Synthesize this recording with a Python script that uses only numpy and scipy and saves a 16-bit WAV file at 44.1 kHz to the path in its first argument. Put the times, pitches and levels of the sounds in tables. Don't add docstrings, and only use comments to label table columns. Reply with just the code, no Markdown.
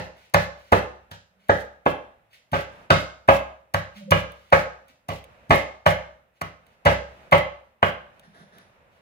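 import sys
import numpy as np
from scipy import signal
from scipy.fft import rfft, irfft, next_fast_len
from scipy.io import wavfile
from scipy.ndimage import uniform_filter1d

SR = 44100
rng = np.random.default_rng(int(sys.argv[2]) if len(sys.argv) > 2 else 0)


def volts_from_decibels(level):
    exponent = np.asarray(level, float) / 20
    return 10 ** exponent


def store_pcm(level_fs):
    pcm = np.round(np.clip(level_fs, -1, 1) * 32767).astype(np.int16)
    wavfile.write(sys.argv[1], SR, np.atleast_2d(pcm).T)


N = 397339
PAD = SR // 10
EDGES_HZ = 30 * 2 ** np.arange(0, 9.6, .5)
BALANCE_DB = np.array([[-.7], [.7]])

# t/s, block level/dB, upper body rel/dB, slap rel/dB, crunch length/ms
BLOWS = [(-0.048, -12.5, -4.5, -19, 1.9), (0.344, -7.5, 0, -17.5, 4), (0.724, -2, -6.5, -31.5, 9),
         (1.114, -43, 4.5, -1.5, 5.3), (1.495, -2.5, -6, -34, 12.5), (1.863, -6, -3.5, -41, 6.1),
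         (2.531, -17, -2.5, -18, 40), (2.905, -7.5, -0.5, -12.5, 4), (3.287, -0.5, -1, -31.5, 7.6),
         (3.744, -14.5, 0.5, -17.5, 5.1), (4.119, -6, -1.5, -22, 3.9), (4.525, -4, 0, -24, 9.4),
         (5.088, -25.5, -0.5, -15.5, 7), (5.507, -8.5, -1.5, -22.5, 6.1), (5.863, -5.5, -1.5, -24, 5.3),
         (6.416, -26.5, 1.5, -16.5, 2.7), (6.857, -10.5, 0, -20.5, 14.6), (7.323, -9.5, 6, -32.5, 8.4),
         (7.829, -9.5, 3, -35, 2.9)]
# t/s, bone crack level/dB, counter thump level/dB, grinding rel/dB
CUTS = [(-.065, -53, -31.5, -11), (0.3401, -12, -23.5, -7), (0.7213, -23, -28, -9),
        (1.1099, -50, -50, -1.5), (1.4914, -48.5, -30, -14), (1.8577, -43, -35, -13.5),
        (2.5223, -39, -31.5, 0.5), (2.9052, -30, -23, -4.5), (3.2828, -44.5, -25.5, -10),
        (3.7398, -20, -30.5, -12.5), (4.1083, -13.5, -23.5, -12.5), (4.5247, -32.5, -28, -6.5),
        (5.0857, -28.5, -34, -0.5), (5.4955, -36, -24, 1.5), (5.8623, -22.5, -27.5, -7.5),
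        (6.4137, -26.5, -42, -6.5), (6.8533, -22, -23.5, 2), (7.322, -27, -26, -1),
        (7.8258, -37, -31, -11.5)]
# f/Hz, level/dB, t60/s
BLOCK_LOW = [(384.8, -20, 0.015), (515.5, 0, 0.041), (549.5, -1.5, 0.041), (622.4, -5, 0.028),
             (577.7, -0.5, 0.048), (722, -2.5, 0.031), (725, -8.5, 0.032), (829.7, 3, 0.03)]
BLOCK_HIGH = [(958, -9.5, 0.047), (1165, 11.5, 0.0071), (1060, -6.5, 0.036), (1238, -8, 0.029),
              (1635, 1, 0.03), (1627, -3.5, 0.034), (1751, 1.5, 0.016), (2080, 1.5, 0.011),
              (2137, -7.5, 0.017), (2354, -3, 0.0061), (3016, 0, 0.0022)]
# f/Hz, density/dB per Hz
KNOCK_COLOUR = [(500, -30), (1300, -8), (2400, -1), (3300, 1), (4500, -4), (6400, -11), (9000, -22),
                (16000, -26)]
# f/Hz, density/dB per Hz
CRACK_COLOUR = [(300, -12), (1000, 2), (3500, 1), (6400, 0), (9500, -4), (12500, -3), (16000, -3)]
# f/Hz, level/dB, t60/s
COUNTER = [(66, -6.5, 0.51), (97.5, 4.5, 0.26), (162.4, 5.5, 0.15), (193.7, -3.5, 0.24), (270.6, 7, 0.025),
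           (334, -10.5, 0.093)]
# t/s, hold/s, level/dB
SQUELCHES = [(0.0, 0.052, -59), (.35, 0.078, -44.5), (.73, 0.045, -40.5), (1.12, 0.026, -59),
             (1.5, .12, -52), (1.87, 0.034, -47.5), (2.54, .07, -48.5), (2.91, 0.11, -48.5),
             (3.29, 0.073, -40), (3.75, 0.025, -44), (4.125, 0.062, -43), (4.53, 0.066, -41.5),
             (5.09, 0.082, -51.5), (5.51, .08, -42.5), (5.87, 0.038, -36.5), (6.42, .04, -57),
             (6.86, 0.067, -43), (7.33, 0.058, -42.5), (7.835, 0.052, -46)]
# f/Hz, density/dB per Hz
SQUELCH_COLOUR = [(1200, -28), (2600, -4.5), (4000, -4), (8000, -15), (12500, -16), (16000, -14)]
# f/Hz, level/dB, t60/s
HEAD_LOW = [(2143, -8, .2)]
HEAD_HIGH = [(12320, -1, .13)]
# t/s, ring level/dB
LOW_RINGS = [(0.7218, -31), (2.9038, -26.5), (3.2854, -29), (3.7414, -41), (5.5034, -11.5), (5.8626, -18),
             (6.8553, -20.5), (7.8274, -34.5)]
HIGH_RINGS = [(0.7324, -49), (3.2929, -46), (5.8751, -44)]
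# t/s, peak level/dB, length/ms
TICKS = [(0.1716, -62, 4), (0.2553, -59, 4.8), (0.297, -44.5, 2.2), (0.5994, -49.5, 2.1),
         (1.1137, -27.5, 3.5), (1.4847, -30, 1.2), (1.7274, -59, 2.5), (1.8544, -38, 4.7),
         (2.3316, -42, 1.3), (2.516, -27, 5.6), (2.9464, -35, 1.7), (3.2771, -24, 3.9),
         (3.9609, -50.5, 0.82), (4.1464, -28.5, 3.7), (4.3194, -32, 1.6), (4.502, -39, 2.1),
         (4.8818, -38.5, 2.1), (5.2402, -30, 3.2), (5.5464, -22, 1.6), (5.557, -14.5, 2.1),
         (5.5775, -26, 4.6), (6.6662, -40, 1.2), (7.3123, -23, 2.1), (7.3534, -51, 1.7), (7.38, -19, 1.1),
         (7.6003, -61, 0.67), (8.1952, -32.5, 2.1), (8.5834, -34, 0.95)]
# t/s, hold/s, level/dB
SLIDES = [(0.17, 0.086, -60), (0.58, 0.25, -61), (1.405, 0.0834, -68.5), (2.335, 0.011, -53),
          (2.72, 0.11, -66), (3.965, 0.017, -48.5), (4.3, 0.22, -64), (4.89, 0.0091, -57.5),
          (5.3, 0.22, -72), (6.36, 0.013, -67.5), (6.67, 0.064, -68.5), (7.1, 0.17, -66.5), (7.6, 0.1, -80),
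          (8.15, 0.6, -74), (8.92, 0.057, -70)]
# f/Hz, density/dB per Hz
SLIDE_COLOUR = [(530, -39.5), (1360, -20.5), (1510, 3.5), (1660, -18.5), (1830, -3), (2830, -6),
                (8500, -24), (16000, -22.5)]
# t/s, hold/s, level/dB
SCRAPES = [
    (8.235, 0.019, -57.5),
    (8.35, 0.076, -54),
    (8.53, 0.083, -56),
]
# f/Hz, width/Hz, level/dB
EDGE_MODES = [(660, 140, 17), (1655, 150, 22.5), (3650, 480, 11.5), (5190, 540, 1), (9580, 150, 6.5)]
# t/s, peak level/dB, f/Hz, length/ms
ROCKS = [(1.299, -62, 190, 54), (1.401, -64, 186, 22), (3.961, -37, 198.4, 46), (3.994, -50, 204, 30),
         (4.036, -37.5, 187.4, 20), (4.079, -35.5, 193, 28), (4.899, -61.5, 257, 13), (8.278, -48, 185, 14),
         (8.414, -44.5, 178, 9.6), (8.544, -52, 176, 14), (4.009, -44, 581, 23), (4.081, -35.5, 530, 21)]
# t/s, hold/s, level/dB
STIRRING = [(2.7, 0.155, -52), (5.3, .2, -58), (6.5, 0.53, -64.5), (7.1, 0.18, -54.5), (8.0, 1.1, -63)]
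# f/Hz, density/dB per Hz
TONE_COLOUR = [(18, -35), (30, -7), (201, -13), (332, -23.5), (562, -10), (625, -15.5), (752, -13),
               (858, -18), (928, -15.5), (2280, -21), (4770, -43.5), (15200, -43), (16500, -54.5)]
# f/Hz, t60/s, level/dB
KITCHEN = [(51, 0.26, -11), (121, 0.32, 5.5), (382, 0.4, 3.5), (990, 0.48, -2), (2340, 0.37, 6.5),
           (6770, 0.48, 8), (15100, 0.13, 16)]
# f/Hz, correlation/1
LIKENESS = [(60, 1), (250, 0.58), (600, 0.59), (1200, -0.35), (3000, 0.23), (12000, -1)]
# f/Hz, lag/samples
RIGHT_LAG = [(100, 8), (520, 12), (1000, 12), (1460, 16), (2200, 21), (16000, 20)]
# delay/ms, level/dB
SURFACES = [
    [(1.3, -33), (3.1, -13)],
    [(.9, -15), (4.2, -13)],
]


def at_hz(points, hz, column=1):
    points = np.array(points)
    return np.interp(np.log(hz), np.log(points[:, 0]), points[:, column])


def add(track, s, sound):
    i = round(s * SR) + PAD
    track[..., i:i + sound.shape[-1]] += sound[..., :N + PAD - i]


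def drift(knots_rate):
    knots = rng.standard_normal(int(knots_rate * 10) + 2)
    return np.interp(np.linspace(0, len(knots) - 1, N + PAD), np.arange(len(knots)), knots)


def ring(x, hz, t60_s):
    r = volts_from_decibels(-60 / (t60_s * SR))
    w = 2 * np.pi * hz / SR
    return signal.lfilter([0, np.sin(w)], [1, -2 * r * np.cos(w), r * r], x + 1e-18)


def body(forces, modes, vary_db):
    out = 0
    luck = rng.standard_normal((len(forces), len(modes)))
    for k, (hz, mode_db, t60_s) in enumerate(modes):
        track = np.zeros(N + PAD)
        for (s, force), chance in zip(forces, luck[:, k]):
            add(track, s, force * volts_from_decibels(mode_db + vary_db * chance))
        out = out + (-1) ** k * ring(track, hz, t60_s)
    return out


def crunch(ms, rise_ms, spread_db):
    t_ms = np.arange(4096) / SR * 1000
    burst = rng.standard_normal(4096) * volts_from_decibels(spread_db * rng.exponential(1, 4096))
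    sizes = np.abs(burst) * (1 - np.exp(-t_ms / rise_ms)) * np.exp(-t_ms / np.clip(ms, .3, 30))
    for _ in range(5):
        phase = np.angle(rfft(sizes * np.sign(burst)))
        burst = sizes * np.sign(irfft(np.exp(1j * phase)))
    return burst / np.sqrt(np.sum(burst ** 2))


def coloured(x, spectrum):
    log_gain = np.log(volts_from_decibels(at_hz(spectrum, np.arange(1025) * SR / 2048 + 1)))
    cepstrum = irfft(log_gain)
    cepstrum[1:1024] *= 2
    cepstrum[1025:] = 0
    kernel = irfft(np.exp(rfft(cepstrum)))[:512]
    return signal.fftconvolve(x, kernel / np.sqrt(np.sum(kernel ** 2)))[:len(x)]


def strokes(rows, rise_db_per_s, fall_db_per_s):
    out = np.zeros(N + PAD)
    for s, hold_s, db in rows:
        t = np.arange(-PAD, 3 * PAD + max(hold_s, 0) * SR) / SR
        rise_db = rise_db_per_s * np.maximum(-t, 0)
        fall_db = fall_db_per_s * np.maximum(t - hold_s, 0)
        add(out, max(s - PAD / SR, -PAD / SR), volts_from_decibels(db - rise_db - fall_db))
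    return out


def bands(gain, count):
    out = 0
    white = rng.standard_normal((2, 2, count))
    for k, (low, high) in enumerate(zip(EDGES_HZ, EDGES_HZ[1:])):
        band = signal.butter(2, [low, high], "band", fs=SR, output="sos")
        mid, side = signal.sosfilt(band, white[k % 2])
        hz = np.sqrt(low * high)
        c = np.clip(at_hz(LIKENESS, hz), -1, 1)
        out = out + gain(hz) * (np.sqrt(1 + c) * mid + np.sqrt(1 - c) * side * [[1], [-1]])
    return out / np.sqrt(np.mean(out ** 2))


def blows():
    jolt = 0.54
    low, high, knock = [], [], np.zeros(N + PAD)
    for (s, db, high_db, slap_db, ms), (*_, grind_db) in zip(BLOWS, CUTS):
        grind = volts_from_decibels(grind_db) * crunch(24, 10, spread_db=1.5)
        force = crunch(ms, 2.0, spread_db=3.0) + grind
        stop = grind.copy()
        stop[90] += jolt
        touch = volts_from_decibels(db - 18.5) * crunch(16.0, 4.2, spread_db=-1.5)
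        low += [(s - .002, stop * volts_from_decibels(db + 4.5)), (s - .008, touch)]
        high += [(s - .002, force * volts_from_decibels(db + high_db - 2.0)), (s - .008, touch * volts_from_decibels(high_db))]
        add(knock, s - .002, force * volts_from_decibels(db + slap_db + 22.5))
    lowpass = signal.butter(2, 750, fs=SR, output="sos")
    soft = signal.sosfilt(lowpass, body(low, BLOCK_LOW, vary_db=1.5))
    return soft + body(high, BLOCK_HIGH, vary_db=4.0) + coloured(knock, KNOCK_COLOUR)


def crack():
    out = np.zeros(N + PAD)
    for s, crack_db, *_ in CUTS:
        add(out, s - .002, crunch(3.6, 14.0, spread_db=-4.0) * volts_from_decibels(crack_db + 14))
    return coloured(out, CRACK_COLOUR)


def thump():
    push = np.hanning(200)
    push /= push.sum()
    pushes = [(s, push * volts_from_decibels(thump_db + 3.5)) for s, _, thump_db, _ in CUTS]
    return body(pushes, COUNTER, vary_db=2.0)


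def squelch():
    spikes = np.minimum(rng.exponential(1, N + PAD), 6)
    grains = rng.standard_normal((2, N + PAD)) * volts_from_decibels(2.2 * spikes + 1.8 * drift(170))
    wet = np.array([coloured(g, SQUELCH_COLOUR) for g in grains / grains.std()])
    return wet * strokes(SQUELCHES, rise_db_per_s=3007.5, fall_db_per_s=350)


def head():
    free_after_s = .035
    low = [(s + free_after_s, volts_from_decibels(np.array([db]))) for s, db in LOW_RINGS]
    high = [(s, volts_from_decibels(np.array([db]))) for s, db in HIGH_RINGS]
    return body(low, HEAD_LOW, vary_db=-7) + body(high, HEAD_HIGH, vary_db=1.5)


def ticks():
    tick_hz = 3270
    out = np.zeros(N + PAD)
    for s, db, ms in TICKS:
        add(out, s, volts_from_decibels(db + 4.5) * crunch(ms, 0.32, spread_db=-12.0))
    bright = signal.butter(2, .6 * tick_hz, "high", fs=SR, output="sos")
    return signal.sosfilt(bright, out + .5 * ring(out, tick_hz, 5 / tick_hz))


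def friction():
    grains = rng.standard_normal(N + PAD) * volts_from_decibels(0.28 * rng.exponential(1, N + PAD) + 0.97 * drift(120))
    grains /= grains.std()
    wet = coloured(grains, SLIDE_COLOUR) * strokes(SLIDES, rise_db_per_s=685.5, fall_db_per_s=355)
    edge = sum(volts_from_decibels(db) * np.sqrt(width) * ring(grains, hz, 1.25 / width) for hz, width, db in EDGE_MODES)
    scrape = edge / edge.std() * strokes(SCRAPES, rise_db_per_s=804, fall_db_per_s=457)
    return volts_from_decibels(-1.5) * wet + scrape


def rocks():
    out = np.zeros(N + PAD)
    for s, db, hz, ms in ROCKS:
        t = np.arange(int(ms * SR / 1000 * 1.8)) / SR
        swell = np.sin(np.pi * t / t[-1])
        add(out, s - .006, volts_from_decibels(db) * swell * np.sin(2 * np.pi * hz * t))
    return out


def kitchen(x):
    t = np.arange(SR) / SR
    tail = bands(lambda hz: volts_from_decibels(at_hz(KITCHEN, hz, column=2) - 60 * t / at_hz(KITCHEN, hz)), SR)
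    tail *= np.clip((t - .003) / 0.0014, 0, 1)
    return signal.fftconvolve(x[None], tail / np.sqrt(SR), axes=1)[:, :N + PAD]


def tone():
    rest_db, glow_db, glow_fall_db_per_s = -68.5, -37.5, 60.5
    kicks = np.zeros(N + PAD)
    for s, db, *_ in BLOWS:
        kick_db = glow_db + .9 * min(db, -8)
        add(kicks, s, volts_from_decibels(np.array([kick_db])))
    glow = signal.lfilter([1], [1, -volts_from_decibels(-glow_fall_db_per_s / SR)], kicks)
    level = np.hypot(volts_from_decibels(rest_db) + strokes(STIRRING, 210, 250), glow)
    together = drift(9.7)

    def gain(hz):
        return volts_from_decibels(at_hz(TONE_COLOUR, hz) + 1.2 * together + 0.5 * drift(6.5))
    return level * bands(gain, N + PAD)


def ports(x):
    size = next_fast_len(len(x) + 512)
    hz = np.arange(size // 2 + 1) * SR / size + 1e-3
    lags_s = [0, at_hz(RIGHT_LAG, hz) / SR]
    paths = []
    for lag_s, echoes in zip(lags_s, SURFACES):
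        bounce = sum(volts_from_decibels(db) * np.exp(-2j * np.pi * hz * ms / 1000) for ms, db in echoes)
        paths.append(np.exp(-2j * np.pi * hz * lag_s) * (1 + bounce))
    return irfft(rfft(x, size) * np.array(paths), size)[:, :len(x)]


def scene():
    wide = blows() + thump() + head() + rocks() + friction()
    beamed = crack() + ticks()
    room = kitchen(volts_from_decibels(3.5) * wide + volts_from_decibels(-13.5) * beamed)
    mix = ports(wide + beamed) + room + tone() + squelch()
    return (mix * volts_from_decibels(BALANCE_DB))[:, PAD:]


def band_limit(x):
    return signal.sosfilt(signal.butter(12, 16660, fs=SR, output="sos"), x)


def record(dry):
    hiss_db, top_hz, release_db_per_s = -85, 16100, 2000
    dry = dry + volts_from_decibels(hiss_db) * signal.lfilter([1, -.8], [1], rng.standard_normal(dry.shape))
    dry = signal.sosfilt(signal.butter(2, 58, "high", fs=SR, output="sos"), dry)
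    over_db = np.maximum(20 * np.log10(np.abs(dry).max(0) + 1e-9), 0)
    fall_db = release_db_per_s * np.arange(N) / SR
    held_db = np.maximum.accumulate(over_db + fall_db) - fall_db
    held_db = uniform_filter1d(np.roll(held_db, -30), size=44)
    limited = np.clip(dry * volts_from_decibels(-held_db), -1, 1)
    lowpass = signal.cheby2(10, 50, top_hz + 500, fs=SR, output="sos")
    return band_limit(signal.sosfilt(lowpass, limited))


dry = scene()
out = record(dry)
store_pcm(out)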